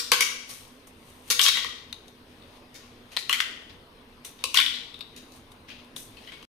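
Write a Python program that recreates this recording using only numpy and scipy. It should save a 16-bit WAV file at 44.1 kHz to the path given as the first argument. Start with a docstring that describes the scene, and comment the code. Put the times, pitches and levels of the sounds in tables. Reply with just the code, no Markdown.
"""Ice cubes crack out of a plastic tray and clatter into a plastic blender jar in a tiled kitchen.
Each blow is a short chatter of contacts that rings jar and cube; the tiles add a bright tail.
Two cubes touch the steel blade and leave a thin ring. Hands creak and rustle on the tray
over a low household hum. A phone with two unlike ports listens."""
import sys
import numpy as np
from scipy import signal
from scipy.fft import rfft, irfft, next_fast_len
from scipy.io import wavfile
from scipy.ndimage import uniform_filter1d

SR = 44100
rng = np.random.default_rng(int(sys.argv[2]) if len(sys.argv) > 2 else 0)


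def transcribe(u):
    """Save the signal u as a 16-bit wav file named by the first command-line argument.

    u: samples, shape (n,) or (channels, n), limited to [-1, 1]; the rate is SR.
    q: integer samples, one column per channel.
    """
    v = np.clip(np.atleast_2d(u).T, -1, 1)
    q = np.round(v * 32767).astype(np.int16)
    wavfile.write(sys.argv[1], SR, q)


N = 286958
LEAD_SAMPLES = 4410  # run-in before time zero

# Jar and ice modes, one list per family: air boom, hollow knock, body, wall, brittle crack, sharp tick.
# Each row: frequency in Hz, width in Hz, level within the family in dB.
MODE_FAMILIES = [
    [(491, 28, -2.5), (233, 60, -18.5)],
    [(1109, 77, 3.5), (1195, 174, 1)],
    [(1506, 260, -3.5), (1890, 250, 0.5), (2014, 197, -1), (2214, 218, 3.5)],
    [(2670, 310, -1.5), (2940, 450, 7), (3470, 500, -3.5), (4700, 1800, -18.5)],
    [(5720, 880, -9.5), (5970, 760, 2.5), (6760, 1200, 4)],
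    [(9220, 1440, 9.5), (10170, 2800, 4.5), (14550, 2600, -6)],
]
# Cubes striking the jar and each other. Each row: start in seconds, strength in dB, ring in Hz,
# knock, body and crack in dB relative to strength, chatter time in ms, room send in dB.
CUBE_HITS = [(-.015, -10.5, 3820, -20, -16, -9, 1.7, 0.5), (0.1172, -3.5, 3670, -12.5, -8, -10, 2.6, -0.5),
             (0.1216, -7, 3080, -11.5, -31.5, -25, 2.9, 1), (0.2061, -7, 2170, -17.5, -10, -9.5, 4.1, 1.5),
             (0.2223, -17, 2770, -40.5, -27.5, -14, 2.6, 1), (1.3925, -1, 3110, -23, -15.5, -22, 4, -0.5),
             (1.4133, -10.5, 3800, -41, -50, -6.5, 3, 4.5), (1.4228, -18, 3550, -14, -22, -16, 3.7, 4),
             (1.4344, -14, 2870, -27, -40, -6.5, 8, 3), (1.439, -14, 3600, -36, -25.5, -7.5, 5.2, 4),
             (1.4522, -13.5, 3900, -12.5, -11, -24, 2, 1.5), (1.4621, -2, 3230, -33, -18.5, -21, 4.4, 1),
             (1.4778, -10, 3870, -40, -17, -31, 6.3, 1), (1.483, -18, 3760, -8, -3.5, -0.5, 5.6, -12),
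             (1.4899, -7, 3650, -55, -20, -39, 1.3, -4.5), (1.5194, -23, 3900, -34, -15, -24, 1.9, 0),
             (1.5413, -26, 3740, -42, -9, -27, 1.6, 10.5),
             (1.5702, -13.5, 3000, -18, -11.5, -19.5, 3.5, 2.5),
             (1.6444, -21.5, 3200, -7, -8.5, -15.5, 1.8, 0.5),
             (1.927, -20.5, 3720, -31, -19, -19, 1.5, -7.5), (3.2942, -7, 2780, -16.5, -14, -19, 2.3, 0.5),
             (3.327, -7, 3060, -27, -11, -17, 5.4, -0.5), (3.3564, -25, 3080, -30, -15, -26, 2.6, -7),
             (3.4023, -6, 3050, -33, -9.5, -56, 2.4, -5), (3.4086, -33.5, 3000, -5.5, -26, 2, 1.6, -5),
             (3.696, -37.5, 3150, -22.5, -16, -27, 2.1, -9),
             (4.5426, -7.5, 2850, -18.5, -29, -14.5, 6.1, -6), (4.555, -20, 2520, -31, -5, -6, 2, 9.5),
             (4.5721, 0.5, 3300, -25, -19.5, -59, 2.5, 0.5), (4.5855, -5, 2960, -19, -14.5, -44, 3.3, -21),
             (4.601, -10, 2950, -29, -7.5, -16, 1.6, -1.5), (4.663, -10.5, 3080, -30, -42, -30, 0.97, -3),
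             (4.7406, -25.5, 3980, -43, -19, -27, 3.3, 5.5), (4.9414, -27.5, 3670, -21, -29, -41, 3.2, -3),
             (4.99, -38, 3490, -18, -26, -16, 2.3, -4), (5.0075, -21, 3670, -24.5, -29, -30, 5.1, -7)]
# Twisted tray snapping as ice lets go. Each row: as in CUBE_HITS.
TRAY_SNAPS = [(0.491, -40.5, 3780, -7, -19, -3.5, 4, 8.5), (0.871, -44.5, 2440, -7, -28.5, -14, 4.2, -1),
              (1.301, -8, 3700, -21, -16.5, -9.5, 7.8, 1.5), (1.3112, -7, 4770, -29, -15.5, -11, 0.47, -1),
              (2.0804, -42, 3750, -26, -22, -10, 2.9, -9), (2.42, -40.5, 3630, -23, -25, -25, 5.8, 0),
              (2.7423, -43.5, 3660, -22, -9.5, -4.5, 6.7, 9.5), (3.1178, -36, 2540, -25, -16, -16, 3.6, 3),
              (3.1662, -12, 3310, -21, -15, -45.5, 1, -8), (3.1708, -10.5, 3370, -22, -13.5, -43, 0.89, -4),
              (3.189, -34, 3770, -35, -39, -2, 11, 0.5), (4.2488, -32.5, 3620, -23, -33, -7.5, 4.1, -1.5),
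              (4.3899, -40, 3520, -19, -24, -20, 2.5, 3), (4.4394, -10, 3220, -19, -27, -13.5, 1.9, -2.5),
              (5.1627, -35, 3800, -42, -35, -11.5, 3.1, 3.5), (5.3194, -45, 3920, -30, -25, -6, 3.7, 1),
              (5.517, -41.5, 3700, -15, -28, -19, 4.9, -11), (5.685, -37, 2360, -34, -7, -38, 2.7, -11),
              (5.7014, -27.5, 2420, -39, -18, -42, 6.2, 3), (5.9628, -23.5, 3400, -22, -20, -26, 2.3, -8.5),
              (5.979, -42, 3640, -27, -22, -7, 1.9, 5), (6.1692, -33.5, 2600, -23, -18, -25, 6.8, 2.5),
              (6.2727, -31, 3040, -29, -11.5, -33, 5.8, 4.5), (6.3203, -28, 2420, -20, -11, -39, 8, 3),
              (6.426, -35.5, 2890, -13, -32, -17, 3.5, -4.5)]
# Tiled room decay. Each row: frequency in Hz, T60 in seconds.
ROOM_T60_S = [(250, 1), (660, 0.56), (1740, 0.65), (4590, 0.67), (8000, 0.58), (12100, 0.41)]
# Hum spectrum. Each row: frequency in Hz, relative density in dB.
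HUM_SPECTRUM_DB = [(12, -16), (45, -6.5), (107, -2), (172, -10), (255, -2), (367, -8), (459, -7),
                   (825, -12.5), (1030, -9.5), (1330, -15), (3440, -19), (5380, -27.5), (7520, -35.5),
                   (12100, -36), (16000, -38.5)]
# Hum stereo image. Each row: frequency in Hz, left-right correlation.
HUM_CORRELATION = [(25, 0.87), (60, 0.96), (400, 0.92), (800, 0.27), (1500, 0.084), (4000, 0.054),
                   (9000, 0.9)]
# Appliance tones. Each row: frequency in Hz, width in Hz, level in dB.
DRONES = [(25.4, 14, -63.5), (86, 2.4, -64), (246.5, 11.5, -57.5), (438.5, 126, -62)]
# Grip shifts on the tray. Each row: peak time, swell and fade in seconds, creak and rustle in dB.
GRIPS = [(0.502, 0.056, 0.33, -43, -41.5), (0.872, 0.0053, 0.05, -71, -48), (1.09, 0.3, 1, -57.5, -57.5),
         (1.28, 0.045, 0.25, -50.5, -51), (2.076, .015, 0.17, -61, -62.5), (2.29, .05, .9, -60, -68),
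         (2.57, .3, 0.11, -56.5, -68), (2.752, 0.038, 0.63, -52, -66.5), (3.13, 0.053, 0.21, -45, -56),
         (3.7, 0.022, 0.15, -47, -65), (4.249, 0.0075, 0.12, -41, -38), (4.42, 0.14, 0.13, -50, -60),
         (5.166, 0.017, 0.19, -48.5, -56), (5.364, 0.13, 0.14, -54.5, -55), (5.52, 0.022, .05, -63, -56),
         (5.69, 0.023, 0.26, -42.5, -62), (5.79, .04, 0.12, -59, -80), (5.845, .01, 0.055, -72, -65),
         (5.964, 0.0062, 0.14, -46, -37.5), (6.03, 0.059, 0.22, -83, -52), (6.25, 0.35, 1, -50, -63.5)]
# Creak and dry rustle spectra. Each row: frequency in Hz, relative density in dB.
CREAK_SPECTRUM_DB = [(1000, -9), (1800, -4.5), (3200, -1.5), (4500, -7), (7000, -14), (9000, -65)]
RUSTLE_SPECTRUM_DB = [(3000, -31), (6000, 14.5), (9000, 13), (13000, 10.5), (15300, 6), (16000, -19)]
# Cubes touching the blade. Each row: start in seconds, level in dB.
BLADE_HITS = [(3.328, -34), (3.404, -33)]
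# Steel blade modes. Each row: frequency in Hz, width in Hz, relative level in dB.
BLADE_MODES = [(3105, 3.2, -1), (3150, 5, -3)]
# Port mismatch. Each row: frequency in Hz, left over right in dB.
PORT_BALANCE_DB = [(60, -2.5), (110, 2), (200, -0.5), (380, -2), (700, -1.5), (1290, -1.5), (2380, 6.5),
                   (4400, 11.5), (8120, -2), (15000, 4.5)]
# Port cavity response with a notch. Each row: frequency in Hz, gain in dB.
PORT_CAVITY_DB = [(5500, -4), (6700, -4), (7400, -10.5), (8300, 0.5), (14000, -3), (15600, -10)]


def gain(db):
    return 10 ** (np.asarray(db) / 20)


def unit_rms(x):
    return x / np.sqrt(np.mean(x ** 2) + 1e-20)


def unit_energy(x):
    return x / np.linalg.norm(x, axis=-1, keepdims=True)


def lookup(table, hz):
    """Interpolate over log frequency."""
    table_hz, values = np.transpose(table)
    return np.interp(np.log(hz + 1), np.log(table_hz + 1), values)


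def equalise(x, table, db_scale=1):
    """Filter by a (Hz, dB) table."""
    size = next_fast_len(x.shape[-1])
    response = gain(db_scale * lookup(table, np.fft.rfftfreq(size, 1 / SR)))
    return irfft(rfft(x, size) * response, size)[..., :x.shape[-1]]


def highpass(x, hz):
    return signal.sosfilt(signal.butter(5, hz, "high", fs=SR, output="sos"), x)


def mode(hz, width_hz, t):
    return np.sin(2 * np.pi * hz * t) * np.exp(-np.pi * width_hz * t)


def blow(ring_hz, ring_ms, chatter_ms):
    """Uneven contacts swell, die and ring the modes. One unit-energy stereo signal per family."""
    t = np.arange(2048) / SR
    contact_ms, rise_ms = t[:1024] * 1000, 0.4
    force = (1 - np.exp(-contact_ms / rise_ms)) * np.exp(-contact_ms / chatter_ms)
    size, chance = rng.standard_normal((2, 2, 1024))
    shared, far_only = size * (abs(chance) > 1) * force
    contacts = np.array([shared, 0.4 * shared + 0.6 * far_only])  # near port, far port
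    families = np.zeros((len(MODE_FAMILIES), len(t)))
    for family, modes in zip(families, MODE_FAMILIES):
        for hz, width_hz, db in modes:
            spot = rng.standard_normal()  # strike point weights and shifts the mode
            family += gain(db + 2 * spot) * mode(hz * (1 + 0.02 * spot), width_hz, t)
    piece_ring = mode(ring_hz, 1000 / np.pi / ring_ms, t)
    families[3] = unit_energy(families[3]) + gain(11) * unit_energy(piece_ring)  # wall + struck piece
    return unit_energy(signal.fftconvolve(families[:, None], contacts[None], axes=2))


def clatter(hits, base_ring_ms, boom_re_knock_db, boom_loss_db_per_s):
    """Series of blows. Returns direct stereo and three room sends, used in turn."""
    samples = LEAD_SAMPLES + N + SR
    direct, sends = np.zeros((2, samples)), np.zeros((3, samples))
    for k, (start_s, db, ring_hz, knock_db, body_db, crack_db, chatter_ms, send_db) in enumerate(hits):
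        ring_ms = base_ring_ms - 0.03 * db  # gentler blows ring longer
        boom, knock, body, wall, crack, tick = blow(ring_hz, ring_ms, chatter_ms)
        boom_db = knock_db + boom_re_knock_db - boom_loss_db_per_s * start_s
        # Small pieces radiate no bass.
        bright = gain(body_db) * highpass(body, 1300) + gain(-11) * highpass(wall, 2100)
        bright += gain(crack_db) * (highpass(crack, 4200) + gain(-7) * highpass(tick, 7000))
        low = gain(boom_db) * highpass(boom[0], 215) + gain(knock_db) * highpass(knock, 940)
        strength = gain(db) * np.sqrt(0.01 * SR)  # unit energy to rms over 10 ms
        at = LEAD_SAMPLES + round(start_s * SR)
        span = slice(at, at + low.shape[1])
        direct[:, span] += strength * (bright + low)
        sends[k % 3, span] += strength * gain(send_db) * (bright + gain(-3.5) * low)[0]
    return direct, sends


def cubes_in_jar():
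    """Cubes hit the jar and each other; the air boom dulls as the jar fills."""
    return clatter(CUBE_HITS, base_ring_ms=0.77, boom_re_knock_db=-10.5, boom_loss_db_per_s=3.5)


def kitchen(sends):
    """Tile echoes: sparse taps of random sign, each band dying at its own rate."""
    t = np.arange(SR) / SR
    slots = np.arange(130, SR - 12, 12)
    at = slots + rng.integers(0, 12, (3, 2, len(slots)))
    taps = np.zeros((3, 2, SR))
    np.put_along_axis(taps, at, rng.choice([-1., 1.], at.shape), 2)
    taps[:, 1] = 0.15 * taps[:, 0] + 1.85 * taps[:, 1]
    hz, frame_s, bands = signal.stft(taps, SR, nperseg=256)
    bands = bands * gain(-60 * frame_s / lookup(ROOM_T60_S, hz)[:, None])
    tail = signal.istft(bands, SR, nperseg=256)[1][..., :SR]
    build_up = 1 - np.exp(-t / 0.0027)
    facing_wall = 0.96 * np.exp(-((t - 0.016) / 0.0062) ** 2)
    clumps_db = 0.5 * unit_rms(uniform_filter1d(rng.standard_normal((3, 1, SR)), size=260))
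    tail = unit_energy(tail * (build_up + facing_wall) * gain(clumps_db))
    return signal.fftconvolve(sends[:, None], tail, axes=2).sum(0)


def household_hum():
    """Patchy low noise plus fuzzy appliance drones."""
    t, hz = np.arange(N) / SR, np.fft.rfftfreq(1024, 1 / SR)
    left_re, left_im, side_re, side_im, patches = rng.standard_normal((N // 256 + 5, 513, 5)).T
    patches_db = 1.8 * unit_rms(uniform_filter1d(uniform_filter1d(patches, 10, axis=0), 12, axis=1))
    correlation = lookup(HUM_CORRELATION, hz)[:, None]
    left = left_re + 1j * left_im
    right = correlation * left + np.sqrt(1 - correlation ** 2) * (side_re + 1j * side_im)
    bands = np.array([left, right]) * gain(lookup(HUM_SPECTRUM_DB, hz)[:, None] + patches_db)
    out = gain(-49.5) * unit_rms(signal.istft(bands, nperseg=1024, noverlap=768)[1][:, :N])
    for drone_hz, width_hz, db in DRONES:
        pole = np.exp(-np.pi * width_hz / SR)
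        waver = signal.lfilter([1], [1, -2 * pole, pole ** 2], rng.standard_normal((2, N)))
        phase = 2 * np.pi * drone_hz * t
        out += gain(db) * unit_rms(waver[0] * np.cos(phase) + waver[1] * np.sin(phase))
    return out


def hands():
    """Grainy stick-slip of skin and flexing plastic; each grip swells and fades."""
    grid_s = np.arange(0, N / SR, 0.001)
    envelopes, out = np.zeros((2, len(grid_s))), np.zeros((2, N))
    for peak_s, swell_s, fade_s, *levels_db in GRIPS:
        since_s = grid_s - peak_s
        shape_db = 30 * np.where(since_s < 0, since_s / swell_s, -since_s / fade_s)
        envelopes += gain(np.array(levels_db)[:, None] + shape_db)
    for envelope, spectrum in zip(envelopes, (CREAK_SPECTRUM_DB, RUSTLE_SPECTRUM_DB)):
        noise = rng.standard_normal((3, N))
        slip_db = 2.5 * np.minimum(rng.exponential(1, N), 4)
        slipping = rng.random(N) < 0.03
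        grains = noise * (0.39 + gain(slip_db) * slipping)
        friction = unit_rms(equalise(grains[:2] + 0.54 * grains[2], spectrum))
        out += np.interp(np.arange(N) / SR, grid_s, envelope) * friction
    return out


def tray_snaps():
    """The twisted tray snaps and ticks as ice lets go."""
    return clatter(TRAY_SNAPS, base_ring_ms=0.13, boom_re_knock_db=-4, boom_loss_db_per_s=1)


def blade_ring():
    """Cubes touch the steel blade; two close modes ring thinly."""
    t, out = np.arange(SR) / SR, np.zeros(LEAD_SAMPLES + N + SR)
    steel = sum(gain(db) * mode(hz, width_hz, t) for hz, width_hz, db in BLADE_MODES)
    for start_s, db in BLADE_HITS:
        at = LEAD_SAMPLES + round(start_s * SR)
        out[at:at + SR] += gain(db) * steel
    return out


def scene():
    """Blows, their bounce off the counter, room, hands and hum."""
    cubes, cube_sends = cubes_in_jar()
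    snaps, snap_sends = tray_snaps()
    direct, sends = cubes + snaps, cube_sends + snap_sends
    sends[0] += blade_ring()  # heard through the room only
    counter = 0.25 * np.array([np.roll(direct[0], 201), np.roll(direct[1], 223)])
    heard = slice(LEAD_SAMPLES, LEAD_SAMPLES + N)
    return (direct + counter)[:, heard] + kitchen(sends)[:, heard] + hands() + household_hum()


def record(dry):
    """Phone: port colour, abrupt stop just before the end, soft overload, band limit."""
    stop_s, stop_db_per_s, cutoff_hz = 6.452, 1400, 15700
    ports = np.array([equalise(dry[0], PORT_BALANCE_DB, 0.5), equalise(dry[1], PORT_BALANCE_DB, -0.5)])
    ports = equalise(ports, PORT_CAVITY_DB)
    after_s = np.arange(N) / SR - stop_s
    ports[:, after_s > 0] *= gain(-22 - stop_db_per_s * after_s[after_s > 0])
    lowpass = signal.firwin(255, cutoff_hz, window=("kaiser", 9), fs=SR)
    return signal.oaconvolve(np.tanh(ports), lowpass[None], "same")


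dry = scene()
out = record(dry)
transcribe(out)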